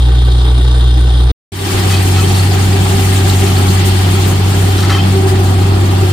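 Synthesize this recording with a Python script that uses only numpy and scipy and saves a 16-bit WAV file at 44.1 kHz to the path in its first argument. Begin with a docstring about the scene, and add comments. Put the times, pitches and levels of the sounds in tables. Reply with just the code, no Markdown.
"""A drilling site with a truck-mounted rig, heard from two spots with a short silence between them.
Afar, a slow diesel thumps: a harmonic series of firing orders over amplitude-modulated coloured noise.
Beside the hole a faster diesel drones, its silencer booming as tones and narrow-band noise, while
filtered noise of varying level is compressed air blowing slurry out of the bore. Loose debris rattles,
and a hoe clinks and scrapes on stones: damped modes set off by blows and by dense random clicks."""
import sys
import numpy as np
from scipy import signal
from scipy.fft import rfft, irfft
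from scipy.io import wavfile

SR = 44100
rng = np.random.default_rng(int(sys.argv[2]) if len(sys.argv) > 2 else 0)


def waveform_to_disk(signal):
    """Save audio, clipped to [-1, 1], as 16-bit WAV at the path in sys.argv[1]."""
    frames = np.transpose(np.atleast_2d(signal))
    scaled = np.clip(frames, -1, 1) * 32767
    samples = np.round(scaled).astype(np.int16)
    wavfile.write(sys.argv[1], SR, samples)


N = 269892
TIME_S = np.arange(N) / SR

FAR_END_S, NEAR_START_S = 1.3165, 1.519
FAR_FIRING_HZ, NEAR_FIRING_HZ = 60.93, 95.35   # mean firing rates
FAR_LAG, NEAR_LAG = 10, -11   # delay of the left channel behind the right [samples]

# All levels hold ahead of the fade-in and the final limiter.
# Exhaust orders of six unequal cylinders: multiple of the firing rate [1], level/dB [rms, relative]
FAR_EXHAUST_ORDERS = [(.5, -27.5), (.667, -35), (1, 2), (1.33, -25), (1.5, -27), (1.67, -23), (2, -8.5),
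                      (2.17, -22.5), (2.5, -25), (3.17, -31), (4.5, -40), (4.83, -31.5), (5, -31),
                      (5.83, -33), (6, -34), (6.33, -31.5), (7.33, -32.5)]
NEAR_EXHAUST_ORDERS = [(.5, -26), (.667, -28), (1, 0.5), (1.17, -29), (1.33, -27), (1.5, -19),
                       (1.67, -22.5), (1.83, -25), (2, -22.5), (2.67, -24), (3, -20.5), (3.83, -25.5),
                       (6, -39), (7.5, -30.5), (7.83, -31), (8, -24), (8.17, -28.5), (8.33, -29),
                       (8.67, -33), (10, -28.5)]
# Steady tones of pumps and fans: f/Hz, level/dB [rms]
PUMP_TONES = [(58.7, -32.5), (332, -31), (393, -31.5), (815, -41.5)]
# Noise spectra, silent outside their end points: f/Hz, level/dB [relative, per Hz]
FAR_MACHINERY_SPECTRUM = [(22, -10.5), (45, -6.5), (85, -9.5), (130, -6), (175, -10), (260, -7),
                          (310, -2.5), (450, -8), (540, -13), (660, -14.5), (780, -7), (1050, -16),
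                          (1500, -15), (1700, -19.5), (2600, -23.5)]
FAR_AIR_SPECTRUM = [(2200, -29), (2950, -15.5), (3200, -6), (3660, -5), (4500, -12.5), (5200, -19.5),
                    (5850, -21), (8300, -22), (9100, -12.5), (9800, -23), (10700, -29.5), (16000, -33)]
NEAR_MACHINERY_SPECTRUM = [(22, -15), (60, -4.5), (150, -1), (195, 1), (225, -5), (330, -4), (400, -2),
                           (440, -11.5), (620, -13), (760, -8), (825, -5), (880, -14.5), (1100, -14),
                           (1350, -14.5), (1600, -22), (2000, -30)]
BOOM_SPECTRUM = [(300, -20), (350, -1), (380, -1.5), (400, 5.5), (430, -29)]
AIR_SPECTRUM = [(1000, -13), (1330, -9), (1600, -2), (2200, -2.5), (2900, -3), (3130, -0.5), (3950, -5),
                (4370, -5), (4870, -6.5), (5800, -12.5)]
SPRAY_SPECTRUM = [(5300, -1.5), (6330, 1), (7150, 1.5), (8540, 3), (9610, 3), (10200, -2.5), (13000, -6),
                  (14900, 0), (16000, -20)]
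# Resonances of panels and pipes in the noise: f/Hz, width/Hz, boost/dB
FAR_PANEL_MODES = [(383, 9.4, 5), (454, 9.5, 4.5), (1152, 29, 9), (1520, 23, 9), (1836, 81, 5),
                   (2797, 180, 12), (3180, 110, 5.5), (3610, 220, 4.5), (3870, 40, 4.5), (4290, 70, 4),
                   (5070, 280, 8)]
NEAR_PANEL_MODES = [(1200, 79, 2.7), (1900, 57, 1.8), (2730, 18, 7.6), (3080, 19, 4.1), (4300, 77, 3.4),
                    (4500, 42, 3.5), (6920, 48, 9.6), (9240, 230, 1.5)]
# Stereo coherence: f/Hz, share of power common to both channels [1, clipped to 0 ... 0.995]
FAR_COHERENCE = [(60, 1), (130, 0.5), (290, 0.8), (640, 1.3), (1400, -0.3), (3100, 0.68), (6800, 0.27),
                 (15000, -0.1)]
NEAR_COHERENCE = [(60, 0.8), (130, 0.99), (290, 0.87), (640, 0.091), (1400, 0.08), (3100, 0.17),
                  (6800, 0.16), (15000, 0.3)]
# Stereo balance of the noise: f/Hz, left minus right level/dB
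STEREO_BALANCE = [(1000, 0), (2400, 1.5), (4400, 2), (8100, 3), (10500, 4), (15000, .5)]
# Air blowing out of the bore: t/s, air level/dB [rms], spray level/dB [rms]
BLOW_LEVELS = [(1.5, -23.5, -26.5), (1.9, -26, -28.5), (2.1, -26.5, -29), (2.7, -26.5, -30),
               (3.0, -25.5, -28), (3.75, -26, -28.5), (3.83, -24.5, -31.5), (3.87, -25, -24),
               (3.91, -25.5, -30.5), (4.28, -26.5, -29), (4.4, -28, -33.5), (4.6, -27, -29),
               (4.9, -28, -34), (5.1, -28, -33), (5.26, -30, -34.5), (5.29, -26, -26), (5.34, -28.5, -36),
               (5.5, -30, -33.5), (5.78, -30, -35.5), (6.12, -28.5, -33)]
# Silencer boom: t/s, level/dB [rms]
BOOM_LEVELS = [(1.5, -27), (1.8, -26), (2.2, -32), (3.1, -30), (4.9, -32.5), (5.2, -34), (5.6, -30),
               (5.8, -33), (6.12, -29)]
# Hum at twice the firing rate: t/s, level/dB [rms]
SECOND_ORDER_LEVELS = [(1.5, -31.5), (2.5, -38), (2.75, -27), (3.2, -34), (3.45, -27.5), (3.8, -28),
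                       (4.1, -34.5), (4.9, -41), (5.05, -21), (5.45, -35), (5.7, -33), (6.12, -38)]
# Low thump near the start of the near spot: t/s, f/Hz, peak level/dB, T60/s
LOW_THUMP = (1.744, 38, -11, .1)
# Modes of the hoe: f/Hz, level/dB [relative], free T60/s
BLADE_MODES = [(710, -6, .07), (800, -4, .12), (1150, -3, .08), (1310, 0, .11), (1450, -4, .1),
               (1740, -1, .08), (1960, -2, .09), (2540, -2, .2), (3125, 0, .12), (3290, -7, .1),
               (3750, -5, .07), (3900, 0, .07), (4270, -2, .09), (4550, -4, .12), (5300, 0, .08)]
# Blows on stones; the point struck favours one pitch, mud on the blade alters the ring:
# t/s, peak level/dB [ahead of the mode levels], favoured f/Hz, fraction of the free T60 [1]
STONE_BLOWS = [(1.91, -20, 1960, .9), (1.928, -15, 2540, .7), (1.93, -17, 3290, .9), (1.945, -17, 4600, 1.),
               (1.965, -16, 4570, .5), (1.975, -17, 3750, .4), (2.158, -17, 4270, .7),
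               (2.178, -16, 1310, 1.3), (2.21, -17, 2540, .3), (2.235, -11, 3290, .7),
               (2.25, -18, 4270, .6), (2.27, -17, 4270, .6), (2.295, -14, 3290, .5), (2.352, -16, 4100, .5),
               (2.392, -8, 4270, .4), (2.40, -17, 1310, .6), (3.296, -3, 4000, .3), (3.297, -13, 5300, .3),
               (3.425, -16, 3200, .3), (3.562, -16, 4270, .9), (3.578, -18, 4500, .5),
               (3.58, -18, 1350, .7), (3.682, -16, 4230, .9), (3.756, -17, 1960, .8),
               (4.898, -11, 3900, .5), (4.903, -14, 3600, .5), (4.836, -15, 1240, .8),
               (4.901, -4, 1220, .7), (4.906, -11, 1740, .8), (4.912, -8, 760, .9), (4.92, -13, 3125, .9),
               (4.935, -16, 2540, .3), (4.945, -13, 3125, .8), (4.965, -16, 1300, .6),
               (4.983, -14, 2600, .4), (4.983, -16, 3125, .7), (4.9958, -17, 3125, .9)]
# Blade dragged over grit: t/s, length/s, peak level/dB [of the rms], favoured f/Hz
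GRIT_DRAGS = [(1.772, 0.05, -28, 1900), (1.892, 0.11, -24, 2600), (2.16, 0.075, -25.5, 2600),
              (2.284, 0.041, -30, 3200), (2.345, 0.06, -29, 4000), (3.29, 0.027, -30, 4500),
              (3.45, 0.06, -31, 3500), (4.775, 0.06, -25, 3300), (4.825, 0.05, -25, 1800),
              (4.895, 0.05, -20.5, 1500), (4.925, 0.08, -24.5, 1500)]


def from_db(db):
    """Definition of level: amplitude ratio = 10^(dB/20)."""
    return 10 ** (np.asarray(db) / 20)


def rms_one(x):
    """Normalisation to unit mean power."""
    return x / np.sqrt(np.mean(x ** 2) + 1e-20)


def in_time(rows):
    """Linear interpolation of each table column to one value a sample."""
    s, *columns = np.transpose(rows)
    return [np.interp(TIME_S, s, column) for column in columns]


def at_hz(points, hz):
    """Interpolation of a spectrum on a logarithmic frequency axis."""
    table_hz, values = np.transpose(points)
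    return np.interp(np.log(hz), np.log(table_hz), values)


def drift(rate):
    """Low-pass random process: white noise on a coarse grid through two equal poles at rate [Hz]."""
    step = 40   # samples
    r = np.exp(-2 * np.pi * rate * step / SR)
    white = rng.standard_normal(N // step + 2002)
    slow = signal.lfilter([1], [1, -2 * r, r * r], white)[2000:]   # without the settling time
    return np.interp(np.arange(N) / step, np.arange(len(slow)), rms_one(slow))


def both_channels(x, lag):
    """Interchannel delay: the left channel carries the same wave lag samples later."""
    return np.array([x[np.clip(np.arange(N) - lag, 0, N - 1)], x])


def fade_in(length_s):
    """Linear amplitude ramp from -15 dB to full level."""
    along = np.clip((TIME_S - NEAR_START_S) / length_s, 0, 1)
    return along + (1 - along) * from_db(-15)


def ring_out(clicks, hz, width):
    """Impulse response of a two-pole resonator: clicks ring at hz with bandwidth width [Hz]."""
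    r = np.exp(-np.pi * width / SR)
    poles = [1, -2 * r * np.cos(2 * np.pi * hz / SR), r * r]
    return rms_one(signal.lfilter([1, 0, -1], poles, clicks + 1e-18))


def struck(s, hz, peak_db, t60, crack_db):
    """Modal impact: a soft contact starts decaying sinusoids and a short low-passed noise crack."""
    out, t = np.zeros(N), np.arange(SR // 4)[:, None] / SR
    rings = from_db(peak_db - 60 * t / t60) * np.sin(2 * np.pi * hz * t)
    low_pass = signal.butter(4, 5000, fs=SR, output="sos")
    crack = signal.sosfilt(low_pass, rng.standard_normal(len(t)))
    crack *= from_db(np.max(peak_db) + crack_db - 60 * t[:, 0] / 0.02)
    onset = 1 - np.exp(-t[:, 0] / 0.004)
    out[round(s * SR):][:len(t)] = onset * rings.sum(axis=1) + crack
    return out


def noise(spectrum, panels, likeness, lag, shared_db, own_db, rate, size):
    """Spectral shaping of partly coherent stereo noise; third-octave bands fluctuate; mid power 1."""
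    hz = np.maximum(np.arange(size // 2 + 1) * SR / size, 1)
    alike = np.clip(at_hz(likeness, hz), 0, .995)
    common, *apart = rfft(rng.standard_normal((3, size)))
    half = np.array([[.5], [-.5]])   # left, right
    turn = np.exp(-2j * np.pi * half * hz * lag / SR)   # phase of the interchannel delay
    inside = (hz > spectrum[0][0]) & (hz < spectrum[-1][0])
    boost_db = sum(db / (1 + (2 * (hz - centre) / width) ** 2) for centre, width, db in panels)
    colour = from_db(at_hz(spectrum, hz) + boost_db + half * at_hz(STEREO_BALANCE, hz)) * inside
    whole = colour * (np.sqrt(alike) * common * turn + np.sqrt(1 - alike) * np.array(apart))
    place = np.log2(hz / spectrum[0][0]) * 3   # third octaves above the lower edge
    out, together = 0, drift(rate)[:size]
    for k in range(int(place[inside].max()) + 2):
        band = np.clip(1 - abs(place - k), 0, 1)   # overlapping bands that sum to one
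        swing_db = shared_db * together + own_db * drift(rate)[:size]
        out = out + from_db(swing_db) * irfft(whole * band, size)
    return out / np.sqrt(np.mean(out.mean(axis=0) ** 2))


def diesel(firing_hz, orders, wander, unsteady_db):
    """Fourier synthesis of exhaust pulses from orders of a wandering firing rate; also the phase."""
    phase = np.pi + 2 * np.pi * np.cumsum(firing_hz * (1 + wander * drift(2.1))) / SR
    out = 0
    for k, db in orders:
        multiple = round(6 * k) / 6
        # whole orders align into one sharp suction pulse a firing; the rest come from unequal cylinders
        start = np.pi if multiple % 1 == 0 else rng.uniform(0, 2 * np.pi)
        swing = unsteady_db * np.clip(-db / 4, 1, 5) * drift(5.0)   # weak orders waver more
        out = out + from_db(db + swing) * np.cos(multiple * phase + start)
    return np.sqrt(2) * out, phase


def far_spot():
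    """Amplitude modulation: each firing of the slow diesel modulates the machinery and air noise."""
    size = 60000
    exhaust, phase = diesel(FAR_FIRING_HZ, FAR_EXHAUST_ORDERS, wander=.001, unsteady_db=.3)
    picture = FAR_PANEL_MODES, FAR_COHERENCE, FAR_LAG
    machinery = noise(FAR_MACHINERY_SPECTRUM, *picture, shared_db=-1.5, own_db=1.5, rate=15.0, size=size)
    air = noise(FAR_AIR_SPECTRUM, *picture, shared_db=.7, own_db=1.6, rate=20., size=size)
    throb = 1 + 0.17 * np.cos(phase[:size]) + 0.16 * np.cos(phase[:size] / 2)
    hiss = throb * (from_db(-26) * machinery + from_db(-30.5) * air)
    return from_db(-9) * both_channels(exhaust, FAR_LAG) + np.pad(hiss, ((0, 0), (0, N - size)))


def rattle():
    """Sparse random excitation of many small resonators: loose metal and debris chink on both sides."""
    chinks_per_s = 130
    sizes = from_db(2.3 * np.minimum(rng.exponential(1, N), 4)) * (rng.random(N) < chinks_per_s / SR)
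    dealt, out = rng.integers(0, 24, N), np.zeros((2, N))   # each chink goes to one resonance
    for k, hz in enumerate(np.geomspace(900, 5200, 24)):
        pan = from_db(rng.normal(0, 7) * np.array([[.5], [-.5]]))
        out += ring_out(sizes * (dealt == k), hz, width=40) * pan
    return rms_one(out)


def near_noise(boom_db):
    """Turbulence noise of air and spray from the bore, over rumble, silencer boom and rattle."""
    size = 204800
    air_db, spray_db = in_time(BLOW_LEVELS)
    picture = NEAR_PANEL_MODES, NEAR_COHERENCE, NEAR_LAG
    machinery = noise(NEAR_MACHINERY_SPECTRUM, *picture, shared_db=1.0, own_db=1.5, rate=16.7, size=size)
    boom = noise(BOOM_SPECTRUM, *picture, shared_db=0.5, own_db=1.5, rate=2.6, size=size)
    air = noise(AIR_SPECTRUM, *picture, shared_db=.5, own_db=1.2, rate=24., size=size)
    spray = noise(SPRAY_SPECTRUM, *picture, shared_db=1.1, own_db=1.6, rate=24., size=size)
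    hiss = from_db(-19.5) * machinery + from_db(boom_db[-size:]) * boom
    hiss += from_db(air_db[-size:]) * air + from_db(spray_db[-size:]) * spray
    rattle_db = -31 + air_db - air_db.max()   # the rattle follows the air
    return np.pad(hiss, ((0, 0), (N - size, 0))) + from_db(rattle_db) * rattle()


def pump_tones():
    """Superposition of sinusoids at fixed frequencies with slowly drifting levels."""
    return sum(from_db(db + 1.4 * drift(0.77)) * np.sqrt(2) * np.sin(2 * np.pi * hz * TIME_S)
               for hz, db in PUMP_TONES)


def swell():
    """Frequency and amplitude modulation: the silencer boom swells once, throbbing and sagging."""
    centre_s, rise_s, fall_s, throb_top_s = 5.23, 0.11, 0.33, 5.255
    t = TIME_S - centre_s
    shape = np.where(t < 0, np.exp(-(t / rise_s) ** 2), np.exp(-abs(t) / fall_s))
    throb = 1 + .4 * np.cos(2 * np.pi * 12.3 * (TIME_S - throb_top_s))   # 12.3 Hz
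    hz = 381 - 30 * t + 2 * drift(8.)   # sags by 30 Hz a second
    tone = np.sqrt(2) * np.sin(2 * np.pi * np.cumsum(hz) / SR)
    return from_db(-16 + drift(5.)) * shape * throb * tone


def near_engine(boom_db):
    """Phase-locked harmonics: exhaust, second-order and fourth-order hum, with tones and the swell."""
    exhaust, phase = diesel(NEAR_FIRING_HZ, NEAR_EXHAUST_ORDERS, wander=.0035, unsteady_db=.4)
    # the silencer rings at the fourth order
    hum = from_db(boom_db - 2 + 1.8 * drift(6.4)) * np.sqrt(2) * np.sin(4 * phase)
    second = from_db(in_time(SECOND_ORDER_LEVELS)[0]) * np.sqrt(2) * np.cos(2 * phase)
    steady = hum + second + pump_tones() - from_db(-10.5) * exhaust   # exhaust polarity inverted
    return both_channels(fade_in(0.48) * steady + swell(), NEAR_LAG)


def clinks():
    """Modal excitation: a blow rings every mode of the hoe, favouring those near one pitch."""
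    hz, mode_db, t60 = np.transpose(BLADE_MODES)
    out = 0
    for s, db, favoured_hz, free in STONE_BLOWS:
        peak_db = db + mode_db - 55 * abs(np.log2(hz / favoured_hz))   # falls 55 dB an octave
        out = out + struck(s, hz, peak_db, free * t60, crack_db=-11)
    return out


def scrapes():
    """Friction as dense impulsive excitation: uneven clicks ring in the damped modes of the blade."""
    clicks = rng.standard_normal(N) * from_db(3 * np.minimum(rng.exponential(1, N), 3.5))
    clicks *= rng.random(N) < 5000 / SR   # about 5000 a second
    hz, mode_db, _ = np.transpose(BLADE_MODES)
    # the ground damps the modes, widening each resonance to 170 Hz
    rings = np.array([ring_out(clicks, mode_hz, width=170) for mode_hz in hz])
    out = np.zeros(N)
    for s, length, db, favoured_hz in GRIT_DRAGS:
        span = slice(round(s * SR), round((s + length) * SR))
        share = from_db(mode_db - 8 * abs(np.log2(hz / favoured_hz)))   # falls 8 dB an octave
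        along = np.clip((TIME_S[span] - s) / length, 0, 1)
        stroke = np.sin(np.pi * np.sqrt(along))   # quick bite, slower release
        out[span] += from_db(db) * stroke * (share / np.linalg.norm(share) @ rings[:, span])
    return out


def hoe():
    """Intensity panning: clinks and scrapes share one place slightly to the left."""
    return (clinks() + scrapes()) * from_db([[1.1], [-1.1]])


def near_spot():
    """Linear superposition of noise, engine, thump and hoe; noise and engine fade in, the noise faster."""
    boom_db, = in_time(BOOM_LEVELS)
    background = fade_in(0.22) * near_noise(boom_db)
    return background + near_engine(boom_db) + struck(*LOW_THUMP, crack_db=-40) + hoe()


def scene():
    """Time gating: the far spot stops dead; after the silence the near spot opens."""
    closing = np.clip((FAR_END_S - TIME_S) / 0.0016, 0, 1)
    opening = np.clip((TIME_S - NEAR_START_S) / 0.003, 0, 1)
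    return closing * far_spot() + opening * near_spot()


def record(dry):
    """Saturation and band limitation: peaks are rounded and clipped, then a steep low-pass follows."""
    rounded = np.clip(1.695 * np.tanh(dry / 1.547), -.97, .97)
    low_pass = signal.ellip(12, .5, 75, 15620, fs=SR, output="sos")   # cutoff in Hz
    return np.clip(signal.sosfilt(low_pass, rounded), -1, 1)


dry = scene()
out = record(dry)
waveform_to_disk(out)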